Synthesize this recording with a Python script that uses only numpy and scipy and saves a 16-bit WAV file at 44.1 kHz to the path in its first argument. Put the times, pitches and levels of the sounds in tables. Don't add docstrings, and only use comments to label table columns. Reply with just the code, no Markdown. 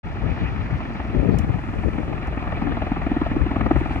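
import sys
import numpy as np
from scipy import signal
from scipy.fft import rfft, irfft
from scipy.io import wavfile

SR = 44100
rng = np.random.default_rng(int(sys.argv[2]) if len(sys.argv) > 2 else 0)


def unload_audio(sound):
    columns = np.transpose(np.atleast_2d(sound))
    steps = np.round(np.clip(columns, -1, 1) * 32767)
    wavfile.write(sys.argv[1], SR, steps.astype(np.int16))


N = 176400
TIME, FREQ = np.arange(N) / SR, np.fft.rfftfreq(N, 1 / SR)

# (frequency [Hz], level [dB/Hz] at 0 dB gain)
GRASS_EQ = [(2000, -105), (4500, -100.5), (6000, -101), (8500, -106), (11000, -113), (15500, -117)]
TUFT_EQ = [(3000, -112), (4500, -91), (5600, -94), (6700, -101), (8000, -118), (12000, -132)]
BRUSH_EQ = [(3000, -112), (6000, -103), (8500, -101), (15000, -119)]
RUMBLE_EQ = [(25, -63.5), (40, -47.5), (60, -39), (100, -42.5), (160, -48.5), (240, -56), (400, -71),
             (1000, -100), (4000, -150)]
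EDDY_EQ = [(50, -63.5), (140, -51.5), (200, -48.5), (290, -50), (400, -55.5), (620, -61.5), (1000, -89),
           (2000, -102), (6000, -145)]
ROAR_EQ = [(40, -61.5), (100, -58.5), (200, -59.5), (320, -65.5), (500, -70.5), (750, -70), (1300, -71),
           (1900, -75), (2500, -76), (3000, -85.5), (3900, -91), (5000, -103), (8000, -125)]
FLARE_EQ = [(1200, -89), (1900, -73), (2750, -70), (3200, -84), (4500, -115)]
CRACK_EQ = [(150, -60.5), (400, -59.5), (700, -50), (900, -54), (1250, -59.5), (1600, -69), (2500, -79.5),
            (6000, -130), (12000, -160)]
RASP_EQ = [(700, -80.5), (1400, -65), (1900, -66.5), (2500, -69), (3100, -79.5), (4000, -86.5),
           (6000, -110), (12000, -150)]
# (time [s], gain [dB])
GRASS_RIDE = [(0, -6), (1.1, -4.5), (1.4, -1.5), (1.85, 0), (2.3, -3.5), (3.6, -3), (3.8, -1), (4, -1)]
TUFT_RIDE = [(0, -9), (.4, -4), (1.05, -5.5), (1.35, -11), (1.5, -16), (3.95, -18)]
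ROAR_RIDE = [(0, -2.9), (.18, -1.8), (.3, 1.2), (.5, 0.2), (1.0, -0.11), (1.6, -2.5), (2.2, -0.35),
             (2.7, 1.3), (3.7, 0.95), (4, 1.5)]
SOFT_SLAP_RIDE = [(0, -31.5), (.7, -32), (1.0, -23.5), (1.5, -26.5), (2.2, -30), (2.52, -27.5),
                  (2.68, -18.5), (2.82, -23.5), (3.27, -21), (3.6, -16), (4, -21)]
CRACK_RIDE = [(0, -15), (.5, -17), (.9, -14), (1.0, -7), (1.08, -13.5), (1.4, -11.5), (1.69, -12.5),
              (1.74, -7.5), (1.79, -12), (2.03, -11.5), (2.08, -7.5), (2.25, -10), (2.52, -4.5), (2.72, -5),
              (2.82, -0.5), (2.97, -3.5), (3.07, -2), (3.17, -6), (3.22, -0.5), (3.41, -10.5), (3.46, -3.5),
              (3.55, 1.5), (3.61, 1.5), (3.66, 2.5), (3.71, 4.5), (3.77, 4), (3.82, -10.5), (3.87, -2),
              (4, -11)]
# (time [s], half length [s], gain [dB])
BRUSHES = [(3.785, .035, 1), (3.94, .06, -2)]
FLARES = [(.47, .03, 0)]
# (start [s], length [s], stick-slip rate [Hz], level [dB])
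SQUEAKS = [(1.295, .08, 473, -60), (3.89, .055, 331, -61)]
# (time [s], level re CLICK_DB [dB], left minus right [dB])
CLICKS = [(.308, -23, -12), (1.234, -18, -9), (1.365, -17, -13), (1.387, 7.5, -24), (2.272, -10, -9)]
# (frequency [Hz], relative level [dB])
CLICK_MODES = [(2950, 7), (3400, -6), (5500, 0), (6280, -1.5), (6500, -3), (7000, 0.5), (8480, -6),
               (8780, -5), (10620, -13), (13220, -15)]
# (time [s], half length [s], rumble gain [dB], eddy gain [dB])
GUSTS = [(.28, 0.06, 3, 0), (0.422, 0.024, 1.5, 1.5), (0.557, 0.16, -3, -20.5), (0.738, 0.026, 2.5, -14.5),
         (1.173, 0.041, 5.5, 4), (1.297, 0.077, 1.5, 8), (1.415, 0.07, 4, -4), (1.503, 0.025, 3.5, 0.5),
         (1.561, .025, 0.5, -6.5), (1.781, 0.037, 0.5, -2.5), (1.867, 0.028, 3, 4), (1.944, .02, -2.5, -1),
         (2, 0.02, -3, 3), (2.115, 0.05, -1, -2), (2.672, 0.077, -2, -3.5), (3.393, 0.059, 4, -2.5),
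         (3.651, 0.064, 1.5, -2), (3.767, 0.034, 5.5, -3)]
# (time [s], pitch [Hz], level [dB])
THUMPS = [(1.194, 198, -9), (1.264, 170, -8), (1.368, 130, -10), (1.5, 110, -7), (1.549, 110, -9),
          (1.767, 170, -11.5)]
# (time [s], pitch [Hz], level [dB])
HUM_PATH = [(2.62, 315, -55), (2.655, 300, -20), (2.745, 250, -27), (2.80, 219, -36), (2.88, 205, -55)]
# (frequency [Hz], left minus right [dB], left phase lead [rad])
MIC_IMAGE = [(60, 11, -1), (300, -2, .2), (560, 5.5, 0.89), (710, .5, 0.24), (1015, -0.5, 1.66),
             (1239, 7, 1.11), (1645, 8, 4), (1760, -1, 6.7), (2180, 6, 7), (2570, -10.5, 8), (2990, 1, 8),
             (3730, 4, 9), (3900, 3, 10), (5000, 7, 10)]
# (time [s], beat rate [Hz])
BEAT_RATE = [(0, 20.44), (1.3, 20.42), (2.0, 20.33), (2.6, 20.25), (3.2, 20.21), (4, 20.2)]
# (multiple of the beat rate, relative level [dB])
DRONE_PARTIALS = [(2, -33.5), (3, -33.5), (4, -36.5), (5, -44), (6, -46), (7, -56.5)]
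# (time [s], level [dB], pitch [Hz])
HARD_SLAPS = [(2.376, -20.5, 270), (2.624, -15.5, 264), (2.920, -11, 250), (3.069, -13.5, 278),
              (3.119, -9.5, 275), (3.169, -10.5, 282), (3.219, -10.5, 290), (3.317, -14.5, 255),
              (3.368, -11, 289), (3.467, -13.5, 300), (3.517, -16, 253), (3.566, -14, 265),
              (3.715, -6.5, 311), (3.764, -14.5, 328), (3.816, -15.5, 317)]
# (time [s], gain [linear])
MASTER_FADE = [(.03, 0), (.05, 1), (3.994, 1), (4, 0)]

CLICK_DB, CLICK_RING_S, SNAP_DB, SNAP_S, CLICK_TAIL_DB, CLICK_TAIL_S = -48.5, .0048, 11.5, .0018, -17, .025
SQUEAK_HZ, SQUEAK_WIDTH_HZ, SQUEAK_SWEEP_HZ, SQUEAK_GLIDE, SQUEAK_ROUGH = 4300, 850, 800, .05, .006
BREEZE_LEFT_DB, BREEZE_RIGHT_DB, GUST_RIGHT_DB = -9, -10, -13
EDDIES_PER_S, EDDY_WASH_DB, THUMP_CYCLES = 300, -10, .59
GROUND_DELAY_S, GROUND_SHARE = .001887, .2
ROAR_SWAY_DB, ROAR_FLICKER_DB, DIFFUSE_DB = .56, .43, -6
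DRONE_LAG_S, DRONE_RISE_DB_PER_S = .0029, 2.5
SLAP_HZ, SLAP_LAG_S, SLAP_RISE_S, SLAP_FALL_S, SLAP_SPREAD_DB = 275.6, .0003, .0033, .0052, 1.47
CRACK_WIDTH_S, CRACK_LEAD_S, CRACK_SPREAD_DB, SCRUB_TAIL_DB, SCRUB_TAIL_S = .0045, .0016, .72, -7.5, .018
RASP_FOLLOW = .53
BEAT_ANCHOR_S = 3.169
LOW_CUT_HZ, HIGH_CUT_HZ = 35, 15750


def amp(db):
    return 10 ** (np.asarray(db) / 20)


def curve(points, t=TIME):
    return np.interp(t, *np.transpose(points))


def over_hz(points, column=1):
    table = np.array(points)
    return np.interp(np.log(FREQ + 1), np.log(table[:, 0]), table[:, column])


def colour(x, eq):
    return irfft(rfft(x) * amp(over_hz(eq)) * np.sqrt(SR / 2), N)


def drift(rate_hz):
    x = irfft(rfft(rng.standard_normal(N)) * np.exp(-(FREQ / rate_hz) ** 2), N)
    return x / x.std()


def add(mix, start_s, sound):
    part = mix[..., round(start_s * SR):][..., :sound.shape[-1]]
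    part += sound[..., :part.shape[-1]]


def swells(rows, eq):
    envelope = sum(amp(db) * np.exp(-((TIME - s) / half) ** 2) for s, half, db in rows)
    return colour(rng.standard_normal(N), eq) * envelope


def grass():
    hiss = colour(rng.standard_normal((2, N)) * amp(curve(GRASS_RIDE) + .99 * drift(250)), GRASS_EQ)
    tuft = colour(rng.standard_normal(N) * amp(curve(TUFT_RIDE) + 1.8 * drift(60)), TUFT_EQ)
    stalks = np.array([swells(BRUSHES, BRUSH_EQ), swells(BRUSHES, BRUSH_EQ)])
    return hiss + stalks + tuft * amp([[-9], [0]])


def squeaks():
    out = np.zeros(N)
    for s, length, rate_hz, db in SQUEAKS:
        progress = np.clip((TIME - s) / length, 0, 1)
        pitch_hz = rate_hz * (1 + SQUEAK_GLIDE * (progress - .5) + SQUEAK_ROUGH * drift(300))
        phase = 2 * np.pi * np.cumsum(pitch_hz) / SR
        peak_hz = SQUEAK_HZ + SQUEAK_SWEEP_HZ * (progress - .5)
        tone = sum(np.exp(-((k * rate_hz - peak_hz) / SQUEAK_WIDTH_HZ) ** 2) * np.sin(k * phase)
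                   for k in range(6, 18))
        out += amp(db) * np.sin(np.pi * progress) * tone
    return out * amp([[-4], [0]])


def clicks():
    out, t = np.zeros((2, N)), np.arange(SR // 10) / SR
    snap_band = signal.butter(1, [2400, 8000], "band", fs=SR)
    for s, db, pan_db in CLICKS:
        ring = sum(amp(level) * np.sin(2 * np.pi * (hz * t + rng.random())) for hz, level in CLICK_MODES)
        ring *= np.exp(-t / CLICK_RING_S)
        snap = signal.lfilter(*snap_band, rng.standard_normal(len(t)))
        snap *= np.exp(-t / SNAP_S) + amp(CLICK_TAIL_DB) * np.exp(-t / CLICK_TAIL_S)
        add(out, s, amp(CLICK_DB + db) * (ring + amp(SNAP_DB) * snap) * amp([[pan_db], [0]]))
    return out


def wind():
    rumble = flutter = 0
    for s, half, rumble_db, eddy_db in GUSTS:
        swell = np.exp(-((TIME - s) / half) ** 4)
        rumble += amp(rumble_db) * swell
        flutter += amp(eddy_db) * swell
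    left_air, right_air, wash = rng.standard_normal((3, N))
    eddies = np.sign(wash) * (rng.random(N) < EDDIES_PER_S / SR) * np.sqrt(SR / EDDIES_PER_S)
    left = colour(left_air * np.hypot(amp(BREEZE_LEFT_DB), rumble), RUMBLE_EQ)
    left += colour((eddies + amp(EDDY_WASH_DB) * wash) * flutter, EDDY_EQ)
    right = colour(right_air * np.hypot(amp(BREEZE_RIGHT_DB), amp(GUST_RIGHT_DB) * rumble), RUMBLE_EQ)
    return np.array([left, right])


def thumps():
    out = np.zeros(N)
    for s, hz, db in THUMPS:
        cycles = hz * (TIME - s)
        out -= amp(db) * np.cos(2 * np.pi * cycles) * np.exp(-(cycles / THUMP_CYCLES) ** 2)
    return out


def hum():
    times, hz, db = np.transpose(HUM_PATH)
    cycles = np.cumsum(np.interp(TIME, times, hz) * (1 + .0251 * drift(60))) / SR
    return amp(np.interp(TIME, times, db, -np.inf, -np.inf)) * np.sin(2 * np.pi * cycles)


def air_shimmer(x, depth_db=2):
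    centres_hz, spectrum = np.geomspace(100, 5000, 12), rfft(x)
    bands = [irfft(spectrum * np.interp(FREQ, centres_hz, row), N) for row in np.eye(len(centres_hz))]
    return sum(band * amp(depth_db * drift(24)) for band in bands)


def ground_bounce(x):
    return irfft(rfft(x) * (1 - GROUND_SHARE * np.exp(-2j * np.pi * FREQ * GROUND_DELAY_S)), N)


def mic_pair(x):
    left_response = amp(over_hz(MIC_IMAGE) / 2) * np.exp(.5j * over_hz(MIC_IMAGE, column=2))
    return irfft(rfft(x) * np.array([left_response, 1 / left_response]), N)


def roar():
    level_db = curve(ROAR_RIDE) + ROAR_SWAY_DB * drift(11) + ROAR_FLICKER_DB * drift(52)
    return air_shimmer(colour(rng.standard_normal(N), ROAR_EQ)) * amp(level_db)


def rotor_drone(beats):
    phase = 2 * np.pi * (beats - DRONE_LAG_S * curve(BEAT_RATE))
    drone = sum(amp(db + 1.5 * drift(2.8)) * np.cos(k * phase) for k, db in DRONE_PARTIALS)
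    return drone * amp(DRONE_RISE_DB_PER_S * (TIME - 3.5))


def blade_slaps(beat_s, accent, skew, jitter):
    rows = np.array(HARD_SLAPS)
    nearest = abs(beat_s[:, None] - rows[:, 0]).argmin(axis=1)
    hard_s, hard_db, hard_hz = rows[nearest].T
    is_hard = abs(beat_s - hard_s) < .5 / curve(BEAT_RATE)
    t = TIME - np.where(is_hard, hard_s, beat_s + SLAP_LAG_S - .00024 * jitter)
    pitch_hz = np.where(is_hard, hard_hz, SLAP_HZ)
    level_db = np.where(is_hard, hard_db, curve(SOFT_SLAP_RIDE, beat_s) + SLAP_SPREAD_DB * accent)
    envelope = np.exp(-(t / np.where(t < 0, SLAP_RISE_S, SLAP_FALL_S)) ** 2)
    return -amp(level_db) * envelope * np.cos(2 * np.pi * pitch_hz * t + .2 * skew)


def vortex_cracks(beat_s, accent, jitter):
    t = TIME - beat_s + CRACK_LEAD_S + .0007 * jitter
    tail = np.clip(t / CRACK_WIDTH_S, 0, 1) * np.exp(-abs(t) / SCRUB_TAIL_S)
    envelope = np.exp(-(t / CRACK_WIDTH_S) ** 2) + amp(SCRUB_TAIL_DB) * tail
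    force_db = curve(CRACK_RIDE, beat_s) + CRACK_SPREAD_DB * accent
    body = colour(envelope * amp(force_db) * rng.standard_normal(N), CRACK_EQ)
    rasp = colour(envelope * amp(RASP_FOLLOW * force_db) * rng.standard_normal(N), RASP_EQ)
    return body + rasp


def rotors():
    beats = np.cumsum(curve(BEAT_RATE)) / SR
    beats -= np.interp(BEAT_ANCHOR_S, TIME, beats)
    index = np.round(beats).astype(int)
    beat_s = TIME - (beats - index) / curve(BEAT_RATE)
    per_beat = rng.standard_normal((index[-1] - index[0] + 1, 4))
    slap_accent, crack_accent, skew, jitter = per_beat[index - index[0]].T
    slaps = blade_slaps(beat_s, slap_accent, skew, jitter)
    cracks = vortex_cracks(beat_s, crack_accent, jitter)
    return rotor_drone(beats) + slaps + ground_bounce(air_shimmer(cracks))


def scene():
    aircraft = mic_pair(rotors() + ground_bounce(roar() + swells(FLARES, FLARE_EQ)))
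    scattered = amp(DIFFUSE_DB) * np.array([roar(), roar()])
    buffeting = wind() + np.array([thumps() + hum(), np.zeros(N)])
    return aircraft + scattered + buffeting + grass() + clicks() + squeaks()


def record(dry):
    low_cut = FREQ ** 16 / (FREQ ** 16 + float(LOW_CUT_HZ) ** 16)
    faded = irfft(rfft(dry) * low_cut, N) * curve(MASTER_FADE)
    high_cut = signal.firwin(511, HIGH_CUT_HZ, window=("kaiser", 9), fs=SR)
    return signal.oaconvolve(faded, high_cut[None], "same")


dry = scene()
out = record(dry)
unload_audio(out)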